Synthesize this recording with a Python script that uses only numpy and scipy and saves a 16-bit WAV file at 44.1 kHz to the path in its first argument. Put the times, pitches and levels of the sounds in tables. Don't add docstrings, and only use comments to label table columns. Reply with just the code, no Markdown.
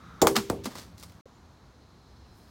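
import sys
import numpy as np
from scipy import signal
from scipy.fft import rfft, irfft
from scipy.io import wavfile

SR = 44100
rng = np.random.default_rng(int(sys.argv[2]) if len(sys.argv) > 2 else 0)


def dump_mix(stems):
    frames = np.atleast_2d(stems).T
    limited = np.clip(frames, -1, 1)
    pcm = np.round(limited * 32767).astype(np.int16)
    wavfile.write(sys.argv[1], SR, pcm)


N = 110250
T = np.arange(N) / SR
HZ = np.maximum(np.arange(N + 1) * SR / (2 * N), 1)

# pitch_hz, relative_db
WHIZZ_TONE = [(100, -20), (300, -24), (800, -12), (1100, 2), (1300, 8.5), (1600, -5), (2200, -12),
              (3000, -19), (3850, -9), (4600, -32), (6000, -22.5), (8000, -71), (16000, -42.5)]
# time_s, level_db
WHIZZ_LEVEL = [(0, -61), (.05, -52.5), (.17, -55.5), (.215, -51.5), (.25, -93)]
# pitch_hz, relative_db
AIR_TONE = [(15, -56), (25, -17), (41, -17.5), (64, -1.5), (134, -6.5), (149, -11), (236, -9.5),
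            (277, -13.5), (326, -14.5), (591, -20), (641, -20.5), (714, -18.5), (1130, -20), (2760, -34),
            (4140, -30.5), (5570, -35), (6210, -34), (8140, -43.5), (16000, -52)]
# time_s, level_db
AIR_LEVEL = [(0, -52.5), (.9, -54), (1.2, -54.5), (1.4, -55), (1.9, -55.5), (2.5, -54.5)]
# pitch_hz, relative_db
RUMBLE_TONE = [(25, -33), (45, -9), (60, -1), (85, -4), (140, -22), (400, -58.5)]
# time_s, level_db
RUMBLE_LEVEL = [(0, -67.5), (1.95, -66.5), (2.1, -59.5), (2.3, -57.5), (2.5, -67.5)]
# pitch_hz, relative_db
DRONE_TONE = [(30, -55.5), (50, -36.5), (85, -15), (110, -2.5), (135, -14), (168, 0.5), (200, -10.5),
              (260, -11), (500, -50)]
# pitch_hz, band_width_hz, level_db, loudest_s, swell_width_s
INSECTS = [(4127, 530, -72, 2.3, 0.71), (5120, 550, -72.5, 2.55, 0.44), (6340, 700, -85.5, 1, .8),
           (7110, 80, -79, 1.34, 0.046)]
# start_s, thud_db, notes_db, dense_ring_db, dull_above_hz, boom_db
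BANGS = [(0.2152, 9, -19, -14.5, 760, -43), (0.4976, 5, -38, -33.5, 1200, -41.5),
         (0.6544, -8, -65, -43, 900, -67.5), (0.7536, -21.5, -69, -59, 1200, -61)]
# pitch_hz, relative_db
THUD_TONE = [(30, -10), (60, 12.5), (120, 4), (250, 16), (400, 18.5), (800, 5), (1500, 6.5), (3000, -9),
             (8000, -5.5)]
# delay_s, relative_db
EDGE_ECHOES = [(.0058, -13.5), (0.0152, -21.5)]
# pitch_hz, relative_db
DENSE_RING_TONE = [(40, -18.5), (90, -6.5), (200, -3.5), (400, 7), (750, 3), (1100, -5.5), (1500, -22),
                   (2200, -37), (5000, -57.5)]
# start_s, level_db, middle_boost_db, treble_boost_db, fade_s
CLACKS = [(0.2168, -15, -5.5, -5.5, .04), (0.2698, -8.5, -19, -13.5, 0.012), (0.273, -19.5, 17, 8, 0.012),
          (0.2751, -21.5, 14, 5, 0.071), (0.3512, -34, 28, 2, 0.024), (0.365, -14, -6.5, -13.5, 0.025),
          (0.4987, -25.5, 5, -4, 0.03), (0.6556, -32.5, -3, -2, 0.028), (0.7537, -35.5, 16.5, -1, 0.045),
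          (0.9804, -45, -12, -4, 0.016), (0.997, -49, -11, -1, .04), (1.027, -40.5, 0, -7, 0.019),
          (1.0335, -39.5, 3.5, -0.5, 0.038), (1.0958, -52, -3.5, -6, .03), (1.121, -48, 1, -10, 0.016)]
# pitch_hz, relative_db
SHELL_TONE = [(50, -23.5), (130, -12.5), (300, 0.5), (700, 0.5), (1200, 5), (1600, -6.5), (2100, 3.5),
              (2800, -3.5), (3700, 2), (5200, 3), (6300, 1), (8500, 0.5), (11000, -5.5), (16000, -2.5)]
# middle_s, pitch_hz, level_db, width_s
POPS = [(0.2718, 967, -3, 0.0004), (1.261, 497, -41.5, 0.0021)]
# pitch_hz, relative_db
BUZZ_TONE = [(5000, -43), (6900, 6), (7150, 3.5), (7300, 14), (7550, -16), (8100, -19), (9000, -53)]
# pitch_hz, relative_db, fade_s
PANEL_NOTES = [(249, -10, .4), (324, -6, .66), (393.6, 1, .62), (423, -9, .25), (464, -3, .45),
               (510, -6, .32), (534, -6, .33), (593, -10, .3), (631, -7, .26), (683, -7, .24),
               (750, -9, .24), (798, -8, .2), (859, -8, .2), (986, -15, .2), (1129, -15, .2)]
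# pitch_hz, relative_db, fade_s
BOOM_NOTES = [(80, -1.5, 0.93), (106.7, 5.5, 0.42)]
# pitch_hz, relative_db, fade_s
YARD_BANDS = [(90, -8, 0.67), (250, -7, .6), (600, -17, 0.2), (1300, -32.5, 1), (2440, -18, 1),
              (5200, -13.5, 0.42), (9000, -9.5, 0.24), (14090, -17, .43)]
# start_s, pitch_hz, level_db, rise_s, fade_s, length_s
THUMPS = [(0.221, 74.4, -28, 0.011, 0.15, 0.041), (0.366, 250, -15, 0.011, 0.13, .066),
          (0.375, 135, -30.5, 0.0084, .2, 0.046), (0.669, 243, -10.5, 0.017, 0.05, 0.017),
          (0.75, 243, -40, 0.0034, 0.11, .03)]
# peak_s, level_db, rise_s, fall_s, middle_boost_db
SCUFFS = [(0.3582, -27, 0.0024, .01, 0.5), (0.364, -25.5, 0.0023, 0.021, 7),
          (0.647, -42.5, 0.0071, .014, -8), (0.658, -35, 0.0024, 0.016, 4.5), (0.723, -48, 0.015, 0.022, 6),
          (0.794, -44.5, 0.034, 0.037, -1), (1.001, -57, 0.018, 0.09, -10), (1.036, -55, 0.0089, 0.017, -8)]
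# pitch_hz, relative_db
CRINKLE_TONE = [(50, -27), (130, 4), (400, -2.5), (1200, 1.5), (2500, -6.5), (4500, -0.5), (7000, -7),
                (10000, -13), (16000, -17)]
# pitch_hz, relative_db
LEAVES_TONE = [(2000, -25), (5000, -6.5), (9000, 2), (16000, -1.5)]
# time_s, level_db
LEAVES_LEVEL = [(2.25, -91), (2.38, -69), (2.46, -73), (2.5, -72)]

BEND_DELAY_S = 0.003246
DROPOUT_START_S, DROPOUT_END_S = 1.2105, 1.2565


def from_db(db):
    return 10 ** (np.asarray(db) / 20)


def curve_db(tone):
    hz, db = np.transpose(tone)
    return np.interp(np.log(HZ), np.log(hz), db)


def level(points):
    return from_db(np.interp(T, *np.transpose(points)))


def colour(sound, tone_db):
    gain = from_db(tone_db)
    gain = gain / np.sqrt(np.mean(gain ** 2))
    cepstrum = irfft(np.log(gain + 1e-9))
    cepstrum[1:N] *= 2
    cepstrum[N + 1:] = 0
    return irfft(rfft(sound, 2 * N) * np.exp(rfft(cepstrum)))[:N]


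def noise(tone):
    return colour(rng.standard_normal(N), curve_db(tone))


def bell(distance, width):
    return np.exp(-.5 * (distance / width) ** 2)


def decay(start_s, fade_s, rise_s=1e-4):
    age = np.maximum(T - start_s, 0)
    return (1 - np.exp(-age / rise_s)) * np.exp(-np.log(1000) * age / fade_s)


def delay(seconds):
    return np.exp(-2j * np.pi * HZ * seconds)


def ring(start_s, notes):
    return sum((-1) ** k * from_db(db) * decay(start_s, fade_s) * np.sin(2 * np.pi * hz * (T - start_s))
               for k, (hz, db, fade_s) in enumerate(notes))


def whizz():
    return level(WHIZZ_LEVEL) * noise(WHIZZ_TONE)


def background(drone_db=-54.5):
    drone = from_db(drone_db) * noise(DRONE_TONE) * (T < DROPOUT_START_S)
    air = level(AIR_LEVEL) * noise(AIR_TONE)
    rumble = level(RUMBLE_LEVEL) * noise(RUMBLE_TONE)
    return air + rumble + drone


def insects():
    out = 0
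    for hz, width_hz, db, loudest_s, swell_s in INSECTS:
        band_db = -20 * np.log10(1 + (2 * (HZ - hz) / width_hz) ** 2)
        buzz = colour(rng.standard_normal(N), band_db)
        out += from_db(db) * bell(T - loudest_s, swell_s) * buzz
    return out


def panel_bangs(wall_delay_s=.0305, wall_db=-12.5, wall_dull_hz=800):
    travel = np.exp(-4j * np.pi * BEND_DELAY_S * np.sqrt(1000 * HZ))
    edges = sum(from_db(db) * delay(delay_s) for delay_s, db in EDGE_ECHOES)
    wall = from_db(wall_db) * delay(wall_delay_s) / (1 + (HZ / wall_dull_hz) ** 4)
    out, dense_ring = 0, noise(DENSE_RING_TONE)
    for start_s, thud_db, _, dense_db, dull_hz, _ in BANGS:
        thud = from_db(thud_db + curve_db(THUD_TONE)) / np.sqrt(1 + (HZ / dull_hz) ** 4)
        out += irfft(thud * travel * (1 + edges + wall) * delay(start_s))[:N]
        out += from_db(dense_db) * decay(start_s + BEND_DELAY_S, fade_s=.22, rise_s=0.0055) * dense_ring
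    return out


def ball_clacks(middle_hz=810, treble_hz=10000):
    shell = curve_db(SHELL_TONE)
    middle, treble = bell(np.log2(HZ / middle_hz), 1), bell(np.log2(HZ / treble_hz), 1)
    out = 0
    for start_s, db, middle_db, treble_db, fade_s in CLACKS:
        burst = rng.standard_normal(N) * decay(start_s, fade_s)
        out += from_db(db) * colour(burst, shell + middle_db * middle + treble_db * treble)
    for middle_s, hz, db, width_s in POPS:
        out -= from_db(db) * bell(T - middle_s, width_s) * np.sin(2 * np.pi * hz * (T - middle_s))
    return out


def close_ringing(buzz_db=-17, damping_db=-6.5, damping_s=0.014):
    first_clack_s = CLACKS[0][0]
    out = from_db(buzz_db) * decay(first_clack_s, fade_s=0.075, rise_s=0.0023) * noise(BUZZ_TONE)
    for start_s, _, notes_db, _, _, boom_db in BANGS:
        out *= from_db(damping_db * np.clip((T - start_s) / damping_s, 0, 1))
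        out += from_db(notes_db) * ring(start_s + BEND_DELAY_S, PANEL_NOTES)
        out += from_db(boom_db) * ring(start_s + BEND_DELAY_S, BOOM_NOTES)
    return out


def yard_echo(sound, near_wall_db=-12):
    centres = np.log([row[0] for row in YARD_BANDS])
    spectrum, out = rfft(sound, 2 * N), 0
    near = decay(start_s=0.0022, fade_s=0.11) ** 2
    for k, (_, db, fade_s) in enumerate(YARD_BANDS):
        band = np.sqrt(np.interp(np.log(HZ), centres, np.arange(len(YARD_BANDS)) == k))
        far = decay(0, fade_s, rise_s=0.0047) ** 2
        tail = from_db(db) ** 2 * far / far.sum() + from_db(near_wall_db) ** 2 * near / near.sum()
        energy = irfft(spectrum * band)[:N] ** 2
        lingering = signal.fftconvolve(energy, tail)[:N]
        wash = irfft(rfft(rng.standard_normal(2 * N)) * band)[:N]
        out += np.sqrt(np.abs(lingering)) * wash / wash.std()
    return out


def thumps(sag_per_s=4.9):
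    out = 0
    for start_s, hz, db, rise_s, fade_s, length_s in THUMPS:
        age = np.maximum(T - start_s, 0)
        pitch_hz = hz * np.exp(-sag_per_s * age) * (T > start_s)
        note = np.sin(2 * np.pi * np.cumsum(pitch_hz) / SR)
        soft_stop = 1 / (1 + (age / length_s) ** 10)
        out += from_db(db) * decay(start_s, fade_s, rise_s) * soft_stop * note
    return out


def sheeting_scuffs(crinkles_per_s=10000, spread_db=5, middle_hz=1140):
    out, tone, middle = 0, curve_db(CRINKLE_TONE), bell(np.log2(HZ / middle_hz), 1)
    for peak_s, db, rise_s, fall_s, middle_db in SCUFFS:
        clicks = (rng.random(N) < crinkles_per_s / SR) * rng.choice([-1, 1], N)
        crinkles = clicks * from_db(spread_db * np.minimum(rng.exponential(1, N), 4))
        press = bell(np.minimum(T - peak_s, 0), rise_s) * (T > peak_s - 1.5 * rise_s)
        leave = np.exp(-np.maximum(T - peak_s, 0) / fall_s)
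        scuff = press * leave * crinkles / crinkles.std()
        out += from_db(db) * colour(scuff, tone + middle_db * middle)
    return out


def bird(middle_s=2.255, middle_hz=2800, fall_octaves_per_s=8, level_db=-72, width_s=.025):
    pitch_hz = middle_hz * 2 ** np.clip(-fall_octaves_per_s * (T - middle_s), -1, 1)
    return from_db(level_db) * bell(T - middle_s, width_s) * np.sin(2 * np.pi * np.cumsum(pitch_hz) / SR)


def leaves():
    return level(LEAVES_LEVEL) * noise(LEAVES_TONE)


def scene(low_cut_hz=40):
    hits = panel_bangs() + ball_clacks() + sheeting_scuffs()
    low_cut = signal.butter(4, low_cut_hz, "high", fs=SR, output="sos")
    hits_in_yard = signal.sosfilt(low_cut, hits + yard_echo(hits) + close_ringing() + thumps())
    return (hits_in_yard + whizz() + background() + leaves() + insects() + bird())[None]


def record(dry, high_cut_hz=16000):
    sound_on = (T < DROPOUT_START_S) | (T > DROPOUT_END_S)
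    high_cut = signal.ellip(10, .1, 80, high_cut_hz, fs=SR, output="sos")
    return signal.sosfilt(high_cut, dry * sound_on)


dry = scene()
out = record(dry)
dump_mix(out)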